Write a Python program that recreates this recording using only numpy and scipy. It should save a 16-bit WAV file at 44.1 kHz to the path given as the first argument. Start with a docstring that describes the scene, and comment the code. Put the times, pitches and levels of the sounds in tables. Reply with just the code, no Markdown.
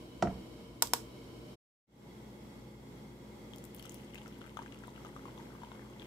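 """A glass carafe knocks against a coffee maker as it is pulled out, and its plastic lid snaps twice.
The sound cuts to silence and fades in at the counter, where a thin stream of coffee patters into a
ceramic mug, then plops softly as the mug fills. Housing and lid ring in their modes; the pour is
ticking drops and pulsing bubbles. A fridge and a fan hum in the kitchen at both places."""
import sys
import numpy as np
from scipy import signal
from scipy.fft import rfft, irfft
from scipy.io import wavfile

SR = 44100
rng = np.random.default_rng(int(sys.argv[2]) if len(sys.argv) > 2 else 0)


def inscribe(sig):
    """Save sig as 16-bit PCM at rate SR to the path in sys.argv[1].

    A 1-D sig is mono; a 2-D sig holds one channel per row.
    Samples are clipped to [-1, 1] before scaling.
    """
    pcm = np.round(np.clip(np.atleast_2d(sig).T, -1, 1) * 32767)
    wavfile.write(sys.argv[1], SR, pcm.astype(np.int16))


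N = 267246
TIME = np.arange(N) / SR
RING = TIME[:SR // 2]  # half a second for one event to ring out

# Large bubbles trapped by the stream. Each row: start in seconds, level in dB, pitch in Hz.
LARGE_BUBBLES = [(3.5355, -35, 3230), (3.7973, -36, 3140), (3.826, -40, 2950), (3.8527, -38.5, 1320),
                 (4.1446, -37, 2010), (4.1563, -33, 2600), (4.179, -37, 2920), (4.2605, -38.5, 1400),
                 (4.4154, -36.5, 1380), (4.4415, -39, 1480), (4.464, -40, 1420), (4.571, -26, 1235),
                 (4.5905, -29.5, 945), (4.6194, -38, 1120), (4.6615, -35, 1570), (4.723, -37.5, 2920),
                 (4.8371, -35.5, 1510), (4.8804, -35.5, 965), (4.9617, -39.5, 2860), (4.9779, -39, 1410),
                 (5.0489, -34.5, 1240), (5.0668, -41, 980), (5.1637, -32.5, 1204), (5.255, -33.5, 1080),
                 (5.2823, -39, 1024), (5.3773, -42.5, 3480), (5.3787, -41.5, 1010), (5.5517, -40, 1130),
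                 (5.6181, -39.5, 980), (5.6339, -34.5, 960), (5.7165, -37, 1040), (5.997, -37, 3450),
                 (6.02, -36, 3300)]
# Air resonances of the mug. Each row: centre in Hz, width in Hz, boost in dB.
MUG_RESONANCES = [(980, 300, 4.5), (1560, 240, 9), (3030, 750, 10.5), (6430, 640, 11)]


def carafe_knock():
    """Soft pushes ring the housing; the glass adds a short tick, the counter a slower rumble."""
    # Bumps of the carafe. Each row: time in seconds, level in dB, contact time in seconds.
    bumps = [(0.2241, -31.5, 0.000096), (0.2262, -15, 0.00075), (0.2724, -31, 0.0005)]
    # Modes of the housing. Each row: pitch in Hz, level in dB, t60 in seconds.
    housing_modes = [(191.6, -15.5, 0.34), (343, -17, .12), (681, -5.5, 0.018), (687, -10, 0.12),
                     (720, -4.5, 0.036), (930, -12.5, 0.031), (1313, -6, 0.02), (1480, -17, 0.03),
                     (2280, -23.5, .04), (3220, -24.5, 0.076), (4400, -17, 0.075)]
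    pushes = np.zeros(N)
    for at_s, db, contact_s in bumps:
        push = np.hanning(int(contact_s * SR) + 3)
        add(pushes, at_s - contact_s / 2, amp(db) * push / push.sum())
    body = signal.fftconvolve(pushes, modes(housing_modes))[:N]
    tick = signal.fftconvolve(pushes, burst(decay(0.025)))[:N]
    tick = colour(tick, [(200, -28), (1200, 3.5), (2500, -2), (5000, 7), (8000, -0.5), (14000, -5)])
    rumble = signal.fftconvolve(pushes, burst(decay(0.38) - decay(0.033)))[:N]
    rumble = colour(rumble, [(25, -16), (50, 6), (120, 3), (300, 4.5), (550, -7),
                             (1200, -15.5), (4000, -28)])
    knock = body + amp(2.5) * tick
    room = amp(-6.5) * kitchen_reverb(knock, low_t60=0.22, high_t60=0.19)
    return place(knock + amp(0.5) * rumble, pan_db=-3) + room


def lid_snaps(clap_db=-26, clap_t60=0.22, build_s=0.0045):
    """Each catch lets go with a bright crack, rings the hollow lid and sends a clap round the room."""
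    # Each row: start in seconds, crack level in dB, crack t60 in seconds, hollow ring level in dB.
    snaps = [(0.8226, -9.5, 0.007, -37), (0.8241, -11.5, 0.013, -27), (0.8303, -31, 0.0071, -32),
             (0.8716, -34, 0.013, -51.5), (0.9351, -9.5, 0.0044, -21.5), (0.9356, -15, 0.014, -35)]
    # Modes of the lid over the carafe. Each row: pitch in Hz, level in dB, t60 in seconds.
    lid_modes = [(350, -18.5, 0.034), (469.5, -16, 0.091), (757, -6.5, 0.027), (947, -1.5, 0.039),
                 (1093, -7.5, 0.033), (1442, -12, 0.027)]
    # Resonances of the plastic catch. Each row: centre in Hz, width in Hz, boost in dB.
    catch_resonances = [(5230, 400, 3.5), (7360, 300, 3), (7960, 400, 2)]
    # Colour of the crack, which faces the right port. Each row: frequency in Hz, left dB, right dB.
    crack_eq = [(200, -8, -11.5), (893, 2.5, -2), (1980, -7.5, -9), (3620, -4.5, 2), (4560, -4.5, 0),
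                (5240, -1.5, 4.5), (6470, -4, 2), (8000, -5, 5), (10100, -2, -5.5), (11800, -1, -3),
                (14800, -6, -7), (16000, -12, -9.5)]
    cracks, pushes = np.zeros((2, N)), np.zeros(N)
    clap = amp(clap_db) * decay(clap_t60) * (1 - np.exp(-RING / build_s))
    for start_s, crack_db, t60, ring_db in snaps:
        for port in cracks:
            add(port, start_s, amp(crack_db) * burst(decay(t60) + clap))
        pushes[int(start_s * SR)] += amp(ring_db)
    hz, *ports_db = np.transpose(crack_eq)
    bright = np.array([colour(port, np.column_stack([hz, db]), catch_resonances)
                       for port, db in zip(cracks, ports_db)])
    ring = signal.fftconvolve(pushes, modes(lid_modes))[:N]
    room = amp(-12.5) * kitchen_reverb(ring, low_t60=0.22, high_t60=0.25)
    return bright + place(ring, pan_db=0.92, lag_s=0.0001) + room


def pour(start_s=3.47, rise_s=0.38, cover_s=0.58, bare_db=-60, covered_db=-69, lag_s=0.00018):
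    """The stream spatters on bare ceramic, then churns a deepening pool, close to the left port."""
    # Colour of the fine spray. Each row: frequency in Hz, gain in dB.
    spatter_eq = [(800, -30), (2000, 4), (3200, 1.5), (6000, -2), (9000, 6.5), (15000, 1)]
    # The phone's body shades the right port from the mug. Each row: frequency in Hz, gain in dB.
    shade_eq = [(500, -12), (1000, -9), (3000, -10.5), (6000, -16), (14000, -23)]
    flow = np.clip((TIME - start_s) / rise_s, 0, 1)
    bare = np.exp(-np.maximum(TIME - start_s - rise_s, 0) / cover_s)  # uncovered share of the bottom
    spatter = bubble_swarm(per_s=400, low_hz=2020, high_hz=13100, cycles=11, spread_db=5)
    spatter = unit(colour(spatter, spatter_eq, MUG_RESONANCES))
    churn = bubble_swarm(per_s=300, low_hz=870, high_hz=3750, cycles=20, spread_db=4)
    churn = unit(colour(churn, [(400, -24), (900, 14), (1800, -3.5), (4000, -8)], MUG_RESONANCES))
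    gurgle = unit(bubble_swarm(per_s=49, low_hz=976, high_hz=2070, cycles=17, spread_db=2.2))
    pool = amp(-64) * (churn + gurgle)
    spatter_db = bare * bare_db + (1 - bare) * covered_db
    stream = flow ** 2 * surface_stir() * (amp(spatter_db) * spatter + (1 - bare) * pool)
    left = stream + plops() + droplets()
    right = np.roll(colour(left, shade_eq), round(lag_s * SR))
    return np.array([left, right]) + amp(-11) * kitchen_reverb(left, low_t60=0.28, high_t60=0.17)


def plops(free_t60=0.0084, mug_hold_s=0.024, satellite_db=-13, satellite_hz=3000, scatter_s=0.017):
    """Large bubbles, each born with a small splash and trailed by three tiny satellites."""
    rings, splashes = np.zeros(N), np.zeros(N)
    mug_hz, mug_width, _ = MUG_RESONANCES[0]
    for start_s, db, hz in LARGE_BUBBLES:
        # A bubble rings longer near the mug's lowest air resonance.
        t60 = free_t60 + mug_hold_s / (1 + (2 * (hz - mug_hz) / mug_width) ** 2)
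        add(rings, start_s, amp(db) * bubble(hz, t60, glide=0.017))
        add(splashes, start_s, amp(db) * burst(decay(0.014)))
        for delay, pitch, strength in rng.random((3, 3)):
            satellite = bubble(satellite_hz * 2 ** (0.7 * (pitch - 0.5)), t60=0.0092, glide=0.13)
            add(rings, start_s + scatter_s * delay ** 2, amp(db + satellite_db) * strength * satellite)
    splash_eq = [(400, -20), (1000, -13), (1700, 6), (3500, -15), (8000, -9), (15000, -18)]
    return rings + amp(-12) * colour(splashes, splash_eq, MUG_RESONANCES)


def droplets(tick_t60=0.0045, tick_samples=176, ring_db=3, ring_cycles=80):
    """Drops slap the mug: a sharp tick with a tiny bubble in it."""
    # The larger drops. Each row: start in seconds, level in dB, brightest frequency in Hz.
    drops = [(3.5608, -49.5, 10100), (3.584, -51.5, 6800), (3.6407, -48, 7560), (3.652, -47, 12800),
             (3.7473, -44, 12400), (3.7643, -50, 9800), (3.795, -50, 4400), (3.8254, -48.5, 5560),
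             (3.855, -50, 5700), (3.895, -43.5, 6900), (3.92, -49, 9200), (3.944, -44, 13800),
             (4.146, -50, 6700), (4.2793, -53, 5350), (4.8736, -54, 9000)]
    out = np.zeros(N)
    for start_s, db, hz in drops:
        tick = burst(decay(tick_t60))[:tick_samples]
        tick = unit(colour(tick, [(1000, -12), (hz / 2, -5), (hz, 0), (hz * 2, 0)]))
        add(out, start_s, amp(db) * tick)
        add(out, start_s, amp(db + ring_db) * bubble(hz, ring_cycles / hz, glide=0.026))
    return out


def bubble_swarm(per_s, low_hz, high_hz, cycles, spread_db):
    """Small bubbles at random times: many faint ones, a few strong."""
    out = np.zeros(N)
    for when, pitch, strength, length in rng.random((int(per_s * N / SR), 4)):
        hz = low_hz * (high_hz / low_hz) ** pitch
        db = -spread_db * np.log(1 - 0.98 * strength)
        t60 = cycles * (0.5 + length) / hz
        add(out, when * N / SR, amp(db) * bubble(hz, t60, glide=0.19))
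    return out


def bubble(hz, t60, glide):
    """A pulsing air pocket whose pitch rises as it nears the surface."""
    t = RING[:int(t60 * SR) + 2]
    return decay(t60)[:len(t)] * np.sin(2 * np.pi * hz * t * (1 + glide * t / t60 / 2))


def surface_stir(boost_db=5, settle_s=0.021):
    """Gain of the surface noise: it jumps with every large bubble and settles again."""
    stir = np.zeros(N)
    for start_s, _, _ in LARGE_BUBBLES:
        add(stir, start_s, np.exp(-RING / settle_s))
    return amp(boost_db * np.minimum(stir, 1))


def fan_rush(spectrum, resonances, db, flutter_db=1.02, pan_db=-0.1):
    """Fan air coloured by the room: narrow in the bass, wide in the treble, gently fluttering."""
    mid, side = (unit(colour(rng.standard_normal(N), spectrum, resonances)) for _ in range(2))
    side = colour(side, [(60, -10), (200, -16.5), (380, -8.5), (700, -4.5), (1300, 1.5), (15000, -0.5)])
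    stereo = np.array([amp(pan_db / 2) * (mid + side), amp(-pan_db / 2) * (mid - side)])
    return amp(db + flutter_db * drift(points=60)) * stereo


def motor_hum(lines_hz, lines_db, waver_rad=0.12):
    """Motor and mains tones of fan and fridge; the two lowest beat against each other."""
    out = np.zeros(N)
    for hz, db in zip(lines_hz, lines_db):
        waver = waver_rad * drift(points=30)
        out += np.sqrt(2) * amp(db) * np.cos(2 * np.pi * (hz * TIME + rng.random()) + waver)
    return place(out, pan_db=1)


def whine(hz=2182, waver_hz=9, steady_db=-80, swell_db=-71.5, swell_at_s=5.74, swell_width_s=0.049):
    """A thin tone, never quite steady in pitch, that swells once."""
    pitch_hz = hz + waver_hz * drift(points=200)
    tone = np.sqrt(2) * np.sin(2 * np.pi * np.cumsum(pitch_hz) / SR)
    swell = np.exp(-((TIME - swell_at_s) / swell_width_s) ** 2)
    return (amp(steady_db) + amp(swell_db) * swell) * tone


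def kitchen_reverb(x, low_t60, high_t60, split_hz=600, build_s=0.0021):
    """Dense reflections: the lows are alike at both ports, the highs unrelated."""
    lowpass = signal.butter(2, split_hz, fs=SR, output="sos")
    highpass = signal.butter(2, split_hz, "high", fs=SR, output="sos")
    lows = signal.sosfilt(lowpass, rng.standard_normal(len(RING))) * decay(low_t60)
    highs = signal.sosfilt(highpass, rng.standard_normal((2, len(RING)))) * decay(high_t60)
    tail = (lows + highs) * (1 - np.exp(-RING / build_s))
    tail /= np.sqrt(np.sum(tail ** 2) / 2)
    return signal.fftconvolve(x[None], tail, axes=1)[:, :N]


def modes(table):
    """Ring of a struck object; the air follows its surface velocity, so it carries little bass."""
    return sum(amp(db) * decay(t60) * np.cos(2 * np.pi * hz * RING) for hz, db, t60 in table)


def colour(x, spectrum, peaks=(), size=8192):
    """Causal EQ: a smooth curve of (Hz, dB) points plus resonances of (Hz, width in Hz, dB)."""
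    hz = np.maximum(np.fft.rfftfreq(size, 1 / SR), 1)
    points_hz, points_db = np.transpose(spectrum)
    db = np.interp(np.log(hz), np.log(points_hz), points_db)
    for centre, width, height in peaks:
        db += height / (1 + (2 * (hz - centre) / width) ** 2)
    cepstrum = irfft(np.log(amp(db)))[:size // 2]
    cepstrum[1:] *= 2  # minimum phase: nothing rings ahead of a hit
    impulse = irfft(np.exp(rfft(cepstrum, size)))
    return signal.fftconvolve(x, impulse)[:len(x)]


def place(x, pan_db, lag_s=0):
    """Two microphone ports: the left is louder by pan_db and later by lag_s."""
    return np.array([amp(pan_db / 2) * np.roll(x, round(lag_s * SR)), amp(-pan_db / 2) * x])


def drift(points):
    """A random wander through evenly spaced points."""
    return np.interp(TIME, np.linspace(0, N / SR, points), rng.standard_normal(points))


def burst(envelope):
    """White noise under an envelope."""
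    return rng.standard_normal(len(envelope)) * envelope


def decay(t60):
    """An envelope that falls 60 dB in t60 seconds."""
    return np.exp(-np.log(1000) * RING / t60)


def amp(db):
    """Decibels to gain."""
    return 10 ** (np.asarray(db) / 20)


def unit(x):
    """Scale to rms 1."""
    return x / np.sqrt(np.mean(x ** 2))


def add(track, start_s, sound):
    """Mix a sound into a track."""
    i = int(start_s * SR)
    track[i:i + len(sound)] += sound[:max(N - i, 0)]


def scene(cut_s=1.547, cut_length_s=0.023, fade_start_s=1.868, fade_length_s=0.28):
    """First at the coffee maker, then after a silence at the mug."""
    # Fan and fridge tones. Each row: pitch in Hz, dB at the coffee maker, dB at the mug.
    hum_lines = [(53.27, -66, -73), (59.1, -63.5, -62.5), (108.7, -75, -70.5), (122, -59.5, -60),
                 (176.4, -71, -74.5), (211.6, -67, -58), (239.5, -76, -78), (356.6, -69, -63)]
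    # Colour of the fan's rush at each place. Each row: frequency in Hz, gain in dB.
    maker_air_eq = [(25, -29), (45, -12.5), (80, -1.5), (140, 0), (260, 5), (360, -2.5), (520, -8),
                    (750, -13), (1200, -17.5), (1800, -25), (3200, -24), (6000, -29.5), (10000, -31),
                    (15000, -35.5)]
    mug_air_eq = [(25, -20), (45, -18), (80, -8.5), (140, 1), (270, 0), (370, -3.5), (480, -3),
                  (700, -14.5), (1200, -19), (1800, -25.5), (3200, -27.5), (6000, -31.5), (10000, -33.5),
                  (15000, -36.5)]
    # Room resonances at each place. Each row: centre in Hz, width in Hz, boost in dB.
    maker_room = [(331, 29, 8.6), (463.4, 34, 11), (603.7, 40, 9.1), (1005, 60, 9), (2197, 150, 11),
                  (2950, 55, 11), (3138, 110, 11), (3900, 42, 13), (4470, 260, 6.5), (5356, 190, 9.27),
                  (7630, 160, 4)]
    mug_room = [(140, 6.9, 3.7), (267, 7.9, 7.7), (337, 30, 3.2), (839, 59, 8.1), (960, 74, 5.5),
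                (1990, 96, 9.9), (2126, 39, 9.8), (2158, 26, 6.5), (3333, 160, 8.9), (3900, 38, 7.8),
                (4500, 38, 10.7), (5410, 130, 7.4), (6400, 110, 2.6), (7570, 115, 8.2)]
    hum_hz, maker_db, mug_db = np.transpose(hum_lines)
    at_maker = carafe_knock() + lid_snaps()
    at_maker += fan_rush(maker_air_eq, maker_room, db=-51) + motor_hum(hum_hz, maker_db)
    at_mug = pour()
    at_mug += fan_rush(mug_air_eq, mug_room, db=-53) + motor_hum(hum_hz, mug_db) + whine()
    cut = np.clip((cut_s - TIME) / cut_length_s + 0.5, 0, 1)
    fade_in = np.clip((TIME - fade_start_s) / fade_length_s, 0, 1)
    return at_maker * cut + at_mug * fade_in


def record(dry, port_hz=10100, top_hz=15550):
    """The phone's left port rings where the right one dips; the top of the treble is cut."""
    flat = [(20, 0), (20000, 0)]
    left = colour(dry[0], flat, peaks=[(port_hz, 1300, 0.92)])
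    right = colour(dry[1], flat, peaks=[(port_hz, 1400, -6)])
    lowpass = signal.ellip(10, 0.2, 70, top_hz, fs=SR, output="sos")
    return signal.sosfilt(lowpass, [left, right])


dry = scene()
out = record(dry)
inscribe(out)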